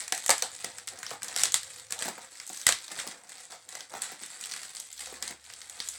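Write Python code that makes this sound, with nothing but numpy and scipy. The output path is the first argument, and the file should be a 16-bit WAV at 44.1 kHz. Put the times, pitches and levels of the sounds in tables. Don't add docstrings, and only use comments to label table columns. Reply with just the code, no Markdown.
import sys
import numpy as np
from scipy import signal
from scipy.fft import rfft, irfft
from scipy.io import wavfile
from scipy.ndimage import uniform_filter1d, map_coordinates

SR = 44100
rng = np.random.default_rng(int(sys.argv[2]) if len(sys.argv) > 2 else 0)


def digitize_waveform(pressure):
    field = np.atleast_2d(pressure).T
    bounded = np.clip(field, -1, 1)
    quanta = np.round(bounded * 32767).astype(np.int16)
    wavfile.write(sys.argv[1], SR, quanta)


def gain_from_db(level_db):
    decades = np.asarray(level_db, float) / 20
    return 10 ** decades


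N = 263718


# start_s [s], edge_db [dB], crease_db [dB over the edge], flap_db [dB over the edge]
FILM_SNAPS = [(0.0789, -23, -15.5, -14.5), (0.1227, -13, -9.5, -10.5), (0.148, -21, -18, -24),
              (0.177, -21, -19, -16), (0.2618, -14, -19, -19), (0.2795, -19, -14, -26),
              (0.2933, -8, -13, -11), (0.3036, -6, -9.5, -20.5), (0.3098, -9, -15, -12),
              (0.38, -19, -22, -22), (0.4227, -13, -9, -18.5), (0.6447, -19, -10.5, -12),
              (0.7834, -26.5, -11.5, -13.5), (0.8729, -24.5, -21, -18), (0.8772, -25.5, -7.5, -10.5),
              (0.8857, -23.5, -12, -24), (0.9885, -29, -16, -23), (1.03, -25, -13, -6.5),
              (1.065, -33, 3.5, -5), (1.106, -26.5, -9.5, -11), (1.2198, -32.5, -9, -5),
              (1.231, -19, -16.5, -32), (1.2444, -25.5, -18, -17), (1.2821, -26.5, -8.5, -33),
              (1.4346, -5, -13.5, -18.5), (1.4548, -19, -3.5, -16), (1.5206, -17.5, -16.5, -25),
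              (1.542, -5, -11, -19), (1.6317, -27, -11, -16), (1.9069, -23.5, -17, -18),
              (1.9225, -16, -12, -16.5), (1.99, -24, -9.5, -22), (2.0226, -18.5, -11, -11),
              (2.054, -30, -14, -11), (2.0813, -27.5, -19, -9), (2.0867, -24, -12, -17),
              (2.3995, -28.5, -7.5, -9), (2.4654, -29, -27, -27), (2.476, -26, -27, -28),
              (2.4927, -25.5, -28, -38), (2.5314, -25.5, -24, -22), (2.5733, -24.5, -35, -24),
              (2.614, -25.5, -15, -19), (2.6667, -2, -12, -13), (2.6796, -16, -7, -15),
              (2.6893, -6, -12.5, -13), (2.7235, -14.5, -6, -14.5), (2.8803, -33, -4.5, -12),
              (2.9169, -38, -2, -1), (2.9887, -27, -6, -3.5), (3.0001, -30.5, -1.5, -7),
              (3.0746, -25, -9.5, -17), (3.112, -35, -6, -15), (3.2936, -31, -17, -19),
              (3.5218, -43.5, 0.5, -5), (3.6894, -28, -14.5, -20), (3.752, -26, -10, -12),
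              (3.8065, -31, -4, -12), (4.0196, -17, -17, -23), (4.0346, -27.5, -12, -11),
              (4.2603, -28, -28, -35), (4.4107, -25, -24, -26), (4.4386, -31.5, -0.5, -17),
              (4.4572, -24, -17, -18), (4.513, -28, -7, -13), (4.5198, -31.5, 1.5, -14),
              (4.5371, -25.5, -9, -10), (4.563, -27.5, -9.5, -8.5), (4.6318, -30, -7.5, -12),
              (4.7501, -29.5, -10, -26), (4.7675, -27.5, -8, -17), (4.8002, -21.5, -22, -33),
              (4.9279, -28.5, -27, -41), (5.225, -19, -9.5, -14.5), (5.2776, -24, -8, -23),
              (5.31, -31, -19, -8), (5.441, -43, -7, -21), (5.5, -42.5, 0, 2.5), (5.5365, -32.5, -6, -25),
              (5.6162, -34, -4, -10.5), (5.697, -25.5, -14, -21), (5.802, -28, 2, -8.5),
              (5.887, -16.5, -20, -30)]
# pitch_hz [Hz], level_db [relative dB per Hz]
EDGE_COLOUR = [(3530, -43.5), (6000, -7), (6960, -3.5), (8030, 0.5), (9230, -8), (9980, -10),
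               (16000, -46.5)]
# pitch_hz [Hz], level_db [relative dB per Hz]
CREASE_COLOUR = [(2200, -23.5), (3100, -3.5), (4600, -1.5), (5300, -2.5), (6100, -1.5), (8000, -27)]
# pitch_hz [Hz], level_db [relative dB per Hz]
FLAP_COLOUR = [(590, -13.5), (1000, -2.5), (1080, 0.5), (1950, 8), (2420, 2), (3200, -5.5), (4160, -69),
               (7040, -120)]
# pitch_hz [Hz], level_db [relative dB per Hz]
SIZZLE_COLOUR = [(8500, -28), (11500, 16), (16000, 1)]


def film():
    edge, crease = causal(EDGE_COLOUR), causal(CREASE_COLOUR)
    flap, sizzle = causal(FLAP_COLOUR), causal(SIZZLE_COLOUR)

    s, db, crease_db, flap_db = np.transpose(np.vstack([FILM_SNAPS, slips(count=7)]))
    each = np.ones(len(s))
    snaps = bursts(s, db - 4.5, 0.001764 * each, edge, size=512)
    snaps += bursts(s, db + crease_db + 5, 0.0012495 * each, crease, size=512)
    snaps += bursts(s, db + flap_db + 0.5, 0.002744 * each, flap, size=512)
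    snaps += bursts(s, db - 16.5, 0.0007595 * each, sizzle, size=512)

    pull_db, weight_db = hands()
    crackle_db = pull_db + 0.1 * wobble(rate=18)
    pops = gain_from_db(crackle_db - 6) * crackle(spread_db=1.5, life_s=0.0012, clump=0.5, count=2400)
    pops += gain_from_db(crackle_db - 9) * crackle(spread_db=3.0, life_s=0.0011, clump=0.3, count=260)
    folds = gain_from_db(crackle_db - 3) * crackle(spread_db=3.5, life_s=0.0012, clump=0.5, count=900)
    rustle = coloured(pops, edge)
    rustle += gain_from_db(-5) * coloured(pops + 0.78 * folds, crease)
    rustle += coloured(gain_from_db(-20 - 0.65 * weight_db) * folds, sizzle)
    rustle += coloured(gain_from_db(-4.5 + 0.4 * weight_db) * (0.69 * pops + 0.28 * folds), flap)
    return snaps + rustle


def slips(count):
    first_s, gap_s, quickens = 1.362, 0.0124, 0.87
    k = np.arange(count)
    s = first_s + gap_s * (1 - quickens ** k) / (1 - quickens)
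    db = -19.5 + 4.5 * (k == 0)
    return np.transpose(np.broadcast_arrays(s, db, -10.5, -15.5))


# [dB, how hard they lean on the box]
PULL_GRIPS = [(-.02, 0.017, -30, -3.5), (.06, 0.027, -51, 7), (.14, 0.11, -43, -4), (.33, 0.13, -44.5, -2),
              (0.499, 0.14, -44.5, -4), (.66, .14, -51, 4.5), (.90, 0.093, -50.5, 9.5),
              (1.02, .12, -46.5, 0.5), (1.22, 0.13, -45, 8), (1.34, 0.12, -38.5, 2.5),
              (1.598, 0.23, -47, -4.5), (1.899, 0.14, -47, 7), (2.00, 0.069, -38, 2.5),
              (2.12, 0.13, -50, 5), (2.299, 0.14, -50.5, -3.5), (2.471, 0.26, -43.5, -7.5),
              (2.78, 0.075, -45, -5.5), (2.891, 0.11, -41, 4), (2.97, 0.071, -43, 2.5),
              (3.03, 0.095, -48.5, 7.5), (3.13, 0.22, -59.5, 11.5), (3.288, .16, -49, -1),
              (3.498, 0.04, -44.5, 2), (3.689, 0.12, -48, 5), (3.90, 0.23, -46, 6),
              (4.009, 0.03, -39.5, -2), (4.09, .05, -48.5, -1), (4.198, 0.044, -43, 1),
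              (4.282, 0.11, -46.5, -1.5), (4.40, .26, -44.5, -2.5), (4.67, 0.14, -45.5, -5),
              (4.84, 0.17, -49.5, -13), (4.981, 0.086, -40.5, -3), (5.08, 0.078, -46, 6.5),
              (5.208, 0.09, -44, 4.5), (5.44, .23, -51, -3), (5.698, 0.14, -48.5, 1),
              (5.79, .22, -45.5, -6.5)]


def hands():
    grip_s, let_go_db_per_s, rest_db = 0.039, 330, -59
    s, held_s, db, weight_db = np.transpose(PULL_GRIPS)[:, :, None]
    coarse = np.arange(0, N, 32)
    t = coarse / SR - s
    rise = np.clip(t / grip_s + 0.5, 0, 1) ** 2
    slack_db = let_go_db_per_s * np.maximum(t - held_s, 0)
    power = rise * gain_from_db(2 * (db - slack_db))
    total = power.sum(axis=0) + gain_from_db(2 * rest_db)
    pull = 10 * np.log10(total)
    weight = (power * weight_db).sum(axis=0) / total
    return [np.interp(np.arange(N), coarse, row) for row in (pull, weight)]


def crackle(spread_db, life_s, clump, count):
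    chance = rng.random((count, 3))
    odds = np.cumsum(np.exp(clump * wobble(rate=40)))
    s = np.interp(chance[:, 0], odds / odds[-1], np.arange(N) / SR)
    size_db = np.minimum(-spread_db * np.log(chance[:, 1] + 1e-9), 3 * spread_db)
    lives_s = life_s * (0.5 + chance[:, 2])
    white = np.eye(128)[0]
    pops = unit(bursts(s, size_db, lives_s, white, size=128)[0])
    strength = np.abs(uniform_filter1d(uniform_filter1d(pops ** 2, size=2500), size=2500))
    return unit(pops / (strength + 0.1) ** 0.4)


def bursts(s, db, life_s, response, size):
    u = np.arange(size) / SR / life_s[:, None]
    swell = (1 - np.exp(-u / 0.28)) * gain_from_db(-22 * np.maximum(u - 0.6, 0))
    strength = (gain_from_db(db) * np.linalg.norm(swell, axis=1))[:, None]
    noise = swell * rng.standard_normal(u.shape)
    puffs = signal.fftconvolve(noise, response[None, :size], axes=1)
    puffs *= strength / np.linalg.norm(puffs, axis=1)[:, None]
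    clicks = strength * np.pad(response[:size], (0, size - 1))
    at = np.round(s * SR).astype(int)[:, None] + np.arange(2 * size - 1)
    return np.array([np.bincount(at.ravel(), rows.ravel(), N + 2 * size)[:N] for rows in (puffs, clicks)])


# start_s [s], ring_db [dB], thud_db [dB over the ring]
BOX_KNOCKS = [(0.122, -27.5, -20.5), (0.261, -41, -24), (0.292, -16.5, -31), (0.303, -22, -24),
              (0.423, -26.5, -25), (0.642, -34, -15), (1.112, -30, -21.5), (1.135, -35.5, -19),
              (1.363, -36, -35), (1.434, -33, -43), (1.541, -37.5, -19), (1.904, -43.5, -20),
              (2.022, -41, -10), (2.055, -37, -6), (2.08, -29.5, -12), (2.179, -37, -17.5),
              (2.499, -40.5, -9.5), (2.666, -31, -17), (2.69, -27.5, -36), (2.92, -43.5, -8.5),
              (2.999, -46, -9), (3.067, -38.5, -7.5), (3.524, -43, -23), (3.752, -38.5, -33),
              (3.937, -32, -19.5), (3.95, -37, -22), (3.969, -43, -12), (4.025, -45, -21),
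              (4.118, -51.5, 2.5), (4.219, -52, -2), (5.07, -43, -33.5), (5.124, -41, -7),
              (5.225, -44, -12), (5.306, -41.5, -9)]
# pitch_hz [Hz], width_hz [Hz], level_db [relative dB]
BOX_RESONANCES = [(491, 93, 1), (749, 113, 6), (916, 76, 3.5), (1260, 570, -3.5)]
# pitch_hz [Hz], level_db [relative dB per Hz]
THUD_COLOUR = [(75, -45.5), (120, -8.5), (215, -0.5), (360, 2.5), (600, -17.5)]


def box():
    hollow, support = ringing(BOX_RESONANCES), causal(THUD_COLOUR)
    s, db, thud_db = np.transpose(BOX_KNOCKS)
    blows = bursts(s, db + 3.5, np.full(len(s), 0.0018), hollow, size=1024)
    thuds = bursts(s, db + thud_db + 9.5, np.full(len(s), 0.004), support, size=1024)
    pull_db, weight_db = hands()
    rub_db = -62.5 + 0.66 * (pull_db - pull_db.mean()) + weight_db
    rub = gain_from_db(rub_db) * crackle(spread_db=-1.0, life_s=0.0025, clump=0.6, count=1200)
    stirred = gain_from_db(-1) * hollow[:4096] + gain_from_db(-10) * support
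    return blows + thuds + coloured(rub, stirred)


def ringing(modes, size=8192):
    f = np.fft.rfftfreq(size, 1 / SR)
    total = 0
    for k, (centre, width, db) in enumerate(modes):
        damping = 1j * f * width
        total = total + (-1) ** k * gain_from_db(db) * damping / (centre * centre - f * f + damping)
    response = irfft(total)
    return response / np.linalg.norm(response)


# delay_ms [ms, before its random shift], level_db [dB]
NEAR_ECHOES = [(1.601, -13.5), (3.098, -9.5), (5.001, -32.5)]


def nearby(x, size=2000):
    ms, db = np.transpose(NEAR_ECHOES)
    out = np.pad(x, (0, SR))
    for start in range(0, N, size):
        piece = x[start:start + size]
        lags = np.round(ms * rng.uniform(0.85, 1.15, len(ms)) * SR / 1000).astype(int)
        for lag, gain in zip(lags, gain_from_db(db)):
            out[start + lag:][:len(piece)] -= gain * piece
    return out[:N]


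# pitch_hz [Hz], t60_s [s to fall by 60 dB]
ROOM_DECAY = [(200, 0.23), (600, 0.15), (1500, 0.25), (4000, 0.23), (9000, 0.18), (15000, 0.12)]


def room(x, size=3000):
    out = np.zeros(N + SR)
    for start in range(0, N, size):
        hz, t, z = signal.stft(rng.standard_normal(SR // 2), SR, nperseg=256)
        fade = gain_from_db(-60 * t / along(ROOM_DECAY, hz)[:, None])
        tail = signal.istft(z * fade, SR, nperseg=256)[1]
        tail *= 1 - np.exp(-np.arange(len(tail)) / SR / 0.0064)
        wet = signal.fftconvolve(x[start:start + size], tail / np.linalg.norm(tail))
        out[start:][:len(wet)] += wet
    return out[:N]


# pitch_hz [Hz], level_db [relative dB per Hz]
RUMBLE_COLOUR = [(24, -52), (40, -22), (102, 2), (373, -38), (506, 2), (600, -21), (780, -12), (1320, -120)]
# time_s [s], level_db [dB]
RUMBLE_COURSE = [(0.0, -70), (3.4, -77), (5.98, -81.5)]
# time_s [s], level_db [dB]
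HUM_COURSE = [(4.85, -91), (5.0, -68), (5.2, -67), (5.42, -73), (5.62, -78), (5.85, -71), (5.98, -68)]


def rumble():
    noise = unit(coloured(rng.standard_normal(N), causal(RUMBLE_COLOUR, size=16384)))
    noise_db = curves(RUMBLE_COURSE)[0] + 4.3 * wobble(rate=1.6)
    pitch_hz = 70 + 2.0 * wobble(rate=3.5)
    hum = np.sqrt(2) * np.sin(2 * np.pi * np.cumsum(pitch_hz) / SR)
    return gain_from_db(noise_db) * noise + gain_from_db(curves(HUM_COURSE)[0]) * hum


def unit(x):
    return x / np.sqrt(np.mean(x ** 2) + 1e-20)


def along(points, hz):
    f, v = np.transpose(points)
    return np.interp(np.log(hz + 1), np.log(f + 1), v)


def curves(rows):
    s, *cols = np.transpose(rows)
    return [np.interp(np.arange(N) / SR, s, c) for c in cols]


def wobble(rate):
    knots = rng.standard_normal(int(N * rate / SR) + 4)
    return map_coordinates(knots, [np.arange(N) * rate / SR])


def coloured(x, response):
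    return signal.fftconvolve(x, response)[:N]


def causal(spectrum, size=4096):
    level = gain_from_db(along(spectrum, np.fft.rfftfreq(size, 1 / SR)))
    cepstrum = irfft(np.log(level + 1e-4))
    cepstrum[1:size // 2] *= 2
    cepstrum[size // 2 + 1:] = 0
    response = irfft(np.exp(rfft(cepstrum)))
    return response / np.linalg.norm(response)


def scene():
    sheet, knocks = film(), box()
    direct = nearby(sheet[0] + knocks[0])
    walls = room(gain_from_db(-5) * sheet[1] + gain_from_db(-2) * knocks[1])
    return (direct + walls + rumble())[None]


def top_cut(x):
    return signal.sosfilt(signal.butter(12, 17000, fs=SR, output="sos"), x)


def record(dry):
    bass_cut = signal.butter(3, 55, "high", fs=SR, output="sos")
    x = signal.sosfilt(bass_cut, dry)
    x = x / (1 + np.abs(x / 0.9) ** 4) ** (1 / 4)
    return top_cut(x)


dry = scene()
out = record(dry)
digitize_waveform(out)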